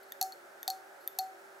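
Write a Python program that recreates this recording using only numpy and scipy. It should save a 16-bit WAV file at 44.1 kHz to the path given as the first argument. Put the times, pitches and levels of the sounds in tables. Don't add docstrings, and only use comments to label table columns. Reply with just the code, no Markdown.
import sys
import numpy as np
from scipy import signal
from scipy.fft import rfft, irfft
from scipy.io import wavfile
from scipy.ndimage import uniform_filter1d

SR = 44100
rng = np.random.default_rng(int(sys.argv[2]) if len(sys.argv) > 2 else 0)


def amplitude_ratio(level_db):
    exponent = np.asarray(level_db, float) / 20
    return 10 ** exponent


def to_wav(s):
    ch = np.atleast_2d(s).T
    pcm = np.round(np.clip(ch, -1, 1) * 32767)
    wavfile.write(sys.argv[1], SR, pcm.astype(np.int16))


N = 70560

# (frequency [Hz], level [dB], T60 [s])
HUB_MODES = [(4335, 0, .046), (4222, -12, .035), (4616, -10, .035), (4490, -15, .045), (4655, -13, .035),
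             (4800, -17, .012)]
# (frequency [Hz], level [dB], T60 [s])
TIP_MODES = [(11610, 3.5, 0.0097), (11600, -4, 0.011), (12160, 3, 0.0065), (13440, -17, .006),
             (8600, -26, 0.012), (14700, -25, 0.0054)]


def level(x, db):
    return x * amplitude_ratio(db) / np.sqrt(np.mean(x ** 2))


def curve(table):
    hz, db = np.array(table, float).T
    bins_hz = np.arange(N // 2 + 1) * SR / N
    return np.interp(np.log(bins_hz + 1), np.log(hz), db)


def noise(table, db):
    below = (table[0][0] * 0.9, -80)
    above = (table[-1][0] * 1.1, -80)
    colour = amplitude_ratio(curve([below] + list(table) + [above]))
    return level(irfft(rfft(rng.standard_normal(N)) * colour, N), db)


def walk(rate_hz):
    hold = int(SR / rate_hz)
    steps = np.repeat(rng.standard_normal(N // hold + 1), hold)
    return 1.3 * uniform_filter1d(uniform_filter1d(steps, hold), hold)[:N]


def motor_whine():
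    # (frequency [Hz], width [Hz], level [dB])
    lines = [(388.3, 8, -70.5), (351.7, 8.8, -70), (447, 17, -75), (559, 40, -66), (613.6, 36, -72)]
    hz = np.arange(N // 2 + 1) * SR / N
    out = np.zeros(N)
    for line_hz, width_hz, db in lines:
        resonance = 1 / (1 + (2 * (hz - line_hz) / width_hz) ** 2)
        out += level(irfft(rfft(rng.standard_normal(N)) * resonance, N), db)
    return out


def fan():
    # (frequency [Hz], density [dB per Hz])
    air_mid = [(400, -26), (470, -10), (600, -3.5), (800, 0.5), (1050, -11), (1350, -2.5), (1650, -4.5),
               (2600, -30.5)]
    # (frequency [Hz], density [dB per Hz])
    air_side = [(150, -33), (400, -16.5), (800, 2), (1150, -12.5), (1600, -0.5), (2600, -18), (4000, -23.5),
                (8000, -30)]
    # (frequency [Hz], level [dB])
    left_excess = [(100, 0), (300, -3), (700, -0.5), (1300, -3), (2500, 1), (8000, -0.5)]
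    # (frequency [Hz], density [dB per Hz])
    rumble = [(20, -46), (70, -41), (120, -28), (200, -23.5), (280, -16), (340, -13), (440, -13.5)]
    # (frequency [Hz], density [dB per Hz])
    hiss = [(1180, -45), (2000, -1), (2850, -8.5), (5240, -8.5), (15200, -13.5), (16100, -21), (16500, -26)]
    air_db, rumble_db, hiss_db = -57.5, -71.5, -66

    motor_hz = 391.6 + 1.88 * walk(7.92)
    motor = amplitude_ratio(1.15 * walk(11.75)) * np.sin(2 * np.pi * np.cumsum(motor_hz) / SR)
    mid = amplitude_ratio(1.03 * walk(7.05)) * noise(air_mid, air_db)
    mid = mid + motor_whine() + level(motor, -64.5)
    mid = mid + noise(rumble, rumble_db) + noise(hiss, hiss_db)

    side = amplitude_ratio(0.58 * walk(11)) * noise(air_side, air_db)
    side = side + amplitude_ratio(-7) * motor_whine()
    side = side + noise(rumble, rumble_db - 8.5) + noise(hiss, hiss_db - 14)

    lean_db = curve(left_excess) / 2
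    stereo = np.array([mid + side, mid - side])
    return irfft(rfft(stereo) * amplitude_ratio(np.array([lean_db, -lean_db])), N)


def room(x):
    room_db, t60_s, treble_t60_s, width = -17.5, 0.28, 0.24, 0.24
    t = np.arange(SR // 2) / SR
    low_band = signal.butter(2, [1500, 9000], "band", fs=SR, output="sos")
    high_band = signal.butter(2, 9000, "high", fs=SR, output="sos")
    tails = []
    for _ in range(2):
        low = signal.sosfilt(low_band, rng.standard_normal(len(t))) * 1000 ** (-t / t60_s)
        high = signal.sosfilt(high_band, rng.standard_normal(len(t))) * 1000 ** (-t / treble_t60_s)
        response = (low + 0.74 * high) * (1 - np.exp(-t / 0.001))
        tails.append(signal.fftconvolve(x, response * amplitude_ratio(room_db - 25))[:N])
    return tails[0] + width * tails[1] * np.array([[1], [-1]])


def add(track, s, sound):
    i = int(s * SR)
    track[i:i + len(sound)] += sound[:N - i]


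def ring(modes, scatter_db=2.5, push_s=0.0001):
    t = np.arange(SR // 2) / SR
    out = np.zeros(len(t))
    for hz, db, t60_s in modes:
        blow_db = db + scatter_db * rng.standard_normal()
        pitch_hz = hz * (1 + 0.001 * rng.standard_normal())
        out += amplitude_ratio(blow_db) * np.sin(2 * np.pi * pitch_hz * t) * 1000 ** (-t / t60_s)
    return out * (1 - np.exp(-t / push_s))


def crack(bright_db=0):
    # (frequency [Hz], width [Hz], level [dB])
    resonances = [(4290, 360, 2.5), (6100, 1900, 1), (8020, 1700, -0.5), (9600, 2500, -2.5),
                  (11770, 1370, 1), (14000, 2200, -2.5)]
    t = np.arange(SR // 20) / SR
    burst = (0.2 * rng.standard_normal(len(t)) + 3 * (t == 0)) * np.exp(-t / 0.00046)
    snap = np.zeros(len(t))
    for k, (hz, width_hz, db) in enumerate(resonances):
        gain = amplitude_ratio(db + bright_db * (hz > 10000))
        sign = (-1) ** k
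        snap += sign * gain * signal.lfilter(*signal.iirpeak(hz, hz / width_hz, SR), burst)
    return signal.sosfilt(signal.butter(3, 3850, "high", fs=SR, output="sos"), snap)


def landings():
    # (time [s], level [dB], brightness [dB])
    nail_hits = [
        (0.1214, -33.5, 5),
        (.6300, -34, 3),
        (1.0762, -30, 9),
    ]
    # (frequency [Hz], level [dB], T60 [s])
    knock_modes = [(1840, -13, 0.027), (3560, -12, 0.02), (3540, -17.5, 0.024), (3585, -27.5, 0.15),
                   (4540, -9.5, 0.013), (6230, -4.5, 0.0048)]
    # (frequency [Hz], level [dB], T60 [s])
    ping_modes = [(12070, 9.5, 0.0047), (12460, 10, 0.004), (9600, -14, 0.015), (14100, -17, 0.0055)]
    out = np.zeros((2, N))
    for s, db, bright_db in nail_hits:
        add(out[0], s, amplitude_ratio(db - 6) * crack())
        ping = amplitude_ratio(bright_db - 4) * ring(ping_modes, push_s=0.00047)
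        add(out[1], s, amplitude_ratio(db) * (ring(knock_modes) + ping))
    return out


def brushes():
    # (start [s], length [s], level [dB])
    rubs = [
        (0.026, 0.014, -68.5),
        (0.082, 0.015, -76),
        (0.997, 0.057, -71),
    ]
    out = np.zeros(N)
    for s, length_s, db in rubs:
        n = int(length_s * SR)
        force = rng.standard_normal(n) * signal.windows.tukey(n, 0.3)
        response = (ring(HUB_MODES) + 1.4 * ring(TIP_MODES))[:SR // 20]
        add(out, s, level(signal.fftconvolve(force, response), db))
    return out


def rim():
    # (time [s], level [dB])
    touches = [
        (.0273, -65),
        (0.2275, -51),
        (0.3332, -56),
        (0.7013, -35),
        (1.206, -45),
    ]
    # (frequency [Hz], level [dB], T60 [s])
    rim_modes = [(11790, 0, .04), (11670, -4, .03)]
    out = np.zeros(N)
    for s, db in touches:
        add(out, s, amplitude_ratio(db) * ring(rim_modes))
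    return out


def flicks():
    # (time [s], note [dB], note T60 [s], thump [dB], frame knock [dB])
    releases = [
        (.2126, -27, 0.27, -67, -34.5),
        (.6778, -28.5, 0.27, -80, -35.5),
        (1.1872, -29, 0.34, -69, -40),
    ]
    # (frequency [Hz], level [dB], T60 [s])
    frame_modes = [(3640, 2.5, 0.018), (5800, 5, 0.017), (6370, 3.5, 0.02), (7570, -1, 0.018),
                   (5280, 5, 0.0055), (8170, -8, 0.022), (1905, -7.5, 0.022), (2593, -8, 0.023),
                   (1205, -14.5, 0.033)]
    bend_hz, thump_hz, thump_t60_s, knock_lag_s = 760, 95, 0.07, 0.001004
    out = np.zeros((2, N))
    for s, note_db, t60_s, thump_db, knock_db in releases:
        note = ring([(bend_hz, note_db, t60_s)], scatter_db=1, push_s=0.0022)
        thump = ring([(thump_hz, thump_db, thump_t60_s)], scatter_db=0, push_s=0.004)
        add(out[0], s, note + thump)
        add(out[1], s + knock_lag_s, amplitude_ratio(knock_db) * ring(frame_modes))
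    return out


def ticks():
    # (time [s], crack [dB], crack brightness [dB], hub ring [dB], tip ring [dB])
    contacts = [(0.2125, -15, -13, -31, -23.5), (.2135, -14.5, 6.5, -30.5, -32), (.2163, -27, -9, -46, -36),
                (.2269, -13, 0.5, -30.5, -29), (.3225, -31.5, 0.5, -39.5, -58), (.6776, -40, 4, -22.5, -52),
                (.6789, -13.5, 3.5, -42, -34), (0.7021, -15, -17, -26.5, -32), (1.1874, -21.5, 3, -64, -25),
                (1.1884, -16.5, -1, -48, -47), (1.1907, -24, -2, -29, -48)]
    out = np.zeros((2, N))
    for s, crack_db, bright_db, hub_db, tip_db in contacts:
        add(out[0], s, amplitude_ratio(crack_db) * crack(bright_db))
        add(out[1], s, amplitude_ratio(hub_db) * ring(HUB_MODES, scatter_db=4, push_s=0.00032))
        add(out[1], s, amplitude_ratio(tip_db) * ring(TIP_MODES, push_s=0.00033))
    return out


def scene():
    echo_s, echo_db, left_db = 0.0064, -19, 0.57
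    snap, rings = ticks() + landings()
    note, knock = flicks()
    rings = rings + brushes() + rim() + knock
    echo = amplitude_ratio(echo_db) * np.roll(snap + rings, int(echo_s * SR))
    near = (snap + rings + note + echo) * amplitude_ratio(np.array([[left_db], [-left_db]]))
    return near + room(amplitude_ratio(4.5) * snap + 0.75 * rings) + fan()


def band_limit(x):
    return signal.sosfilt(signal.butter(12, 16820, fs=SR, output="sos"), x)


def record(dry):
    low_pass = signal.ellip(6, 0.3, 45, 15750, fs=SR, output="sos")
    return band_limit(signal.sosfilt(low_pass, dry))


dry = scene()
out = record(dry)
to_wav(out)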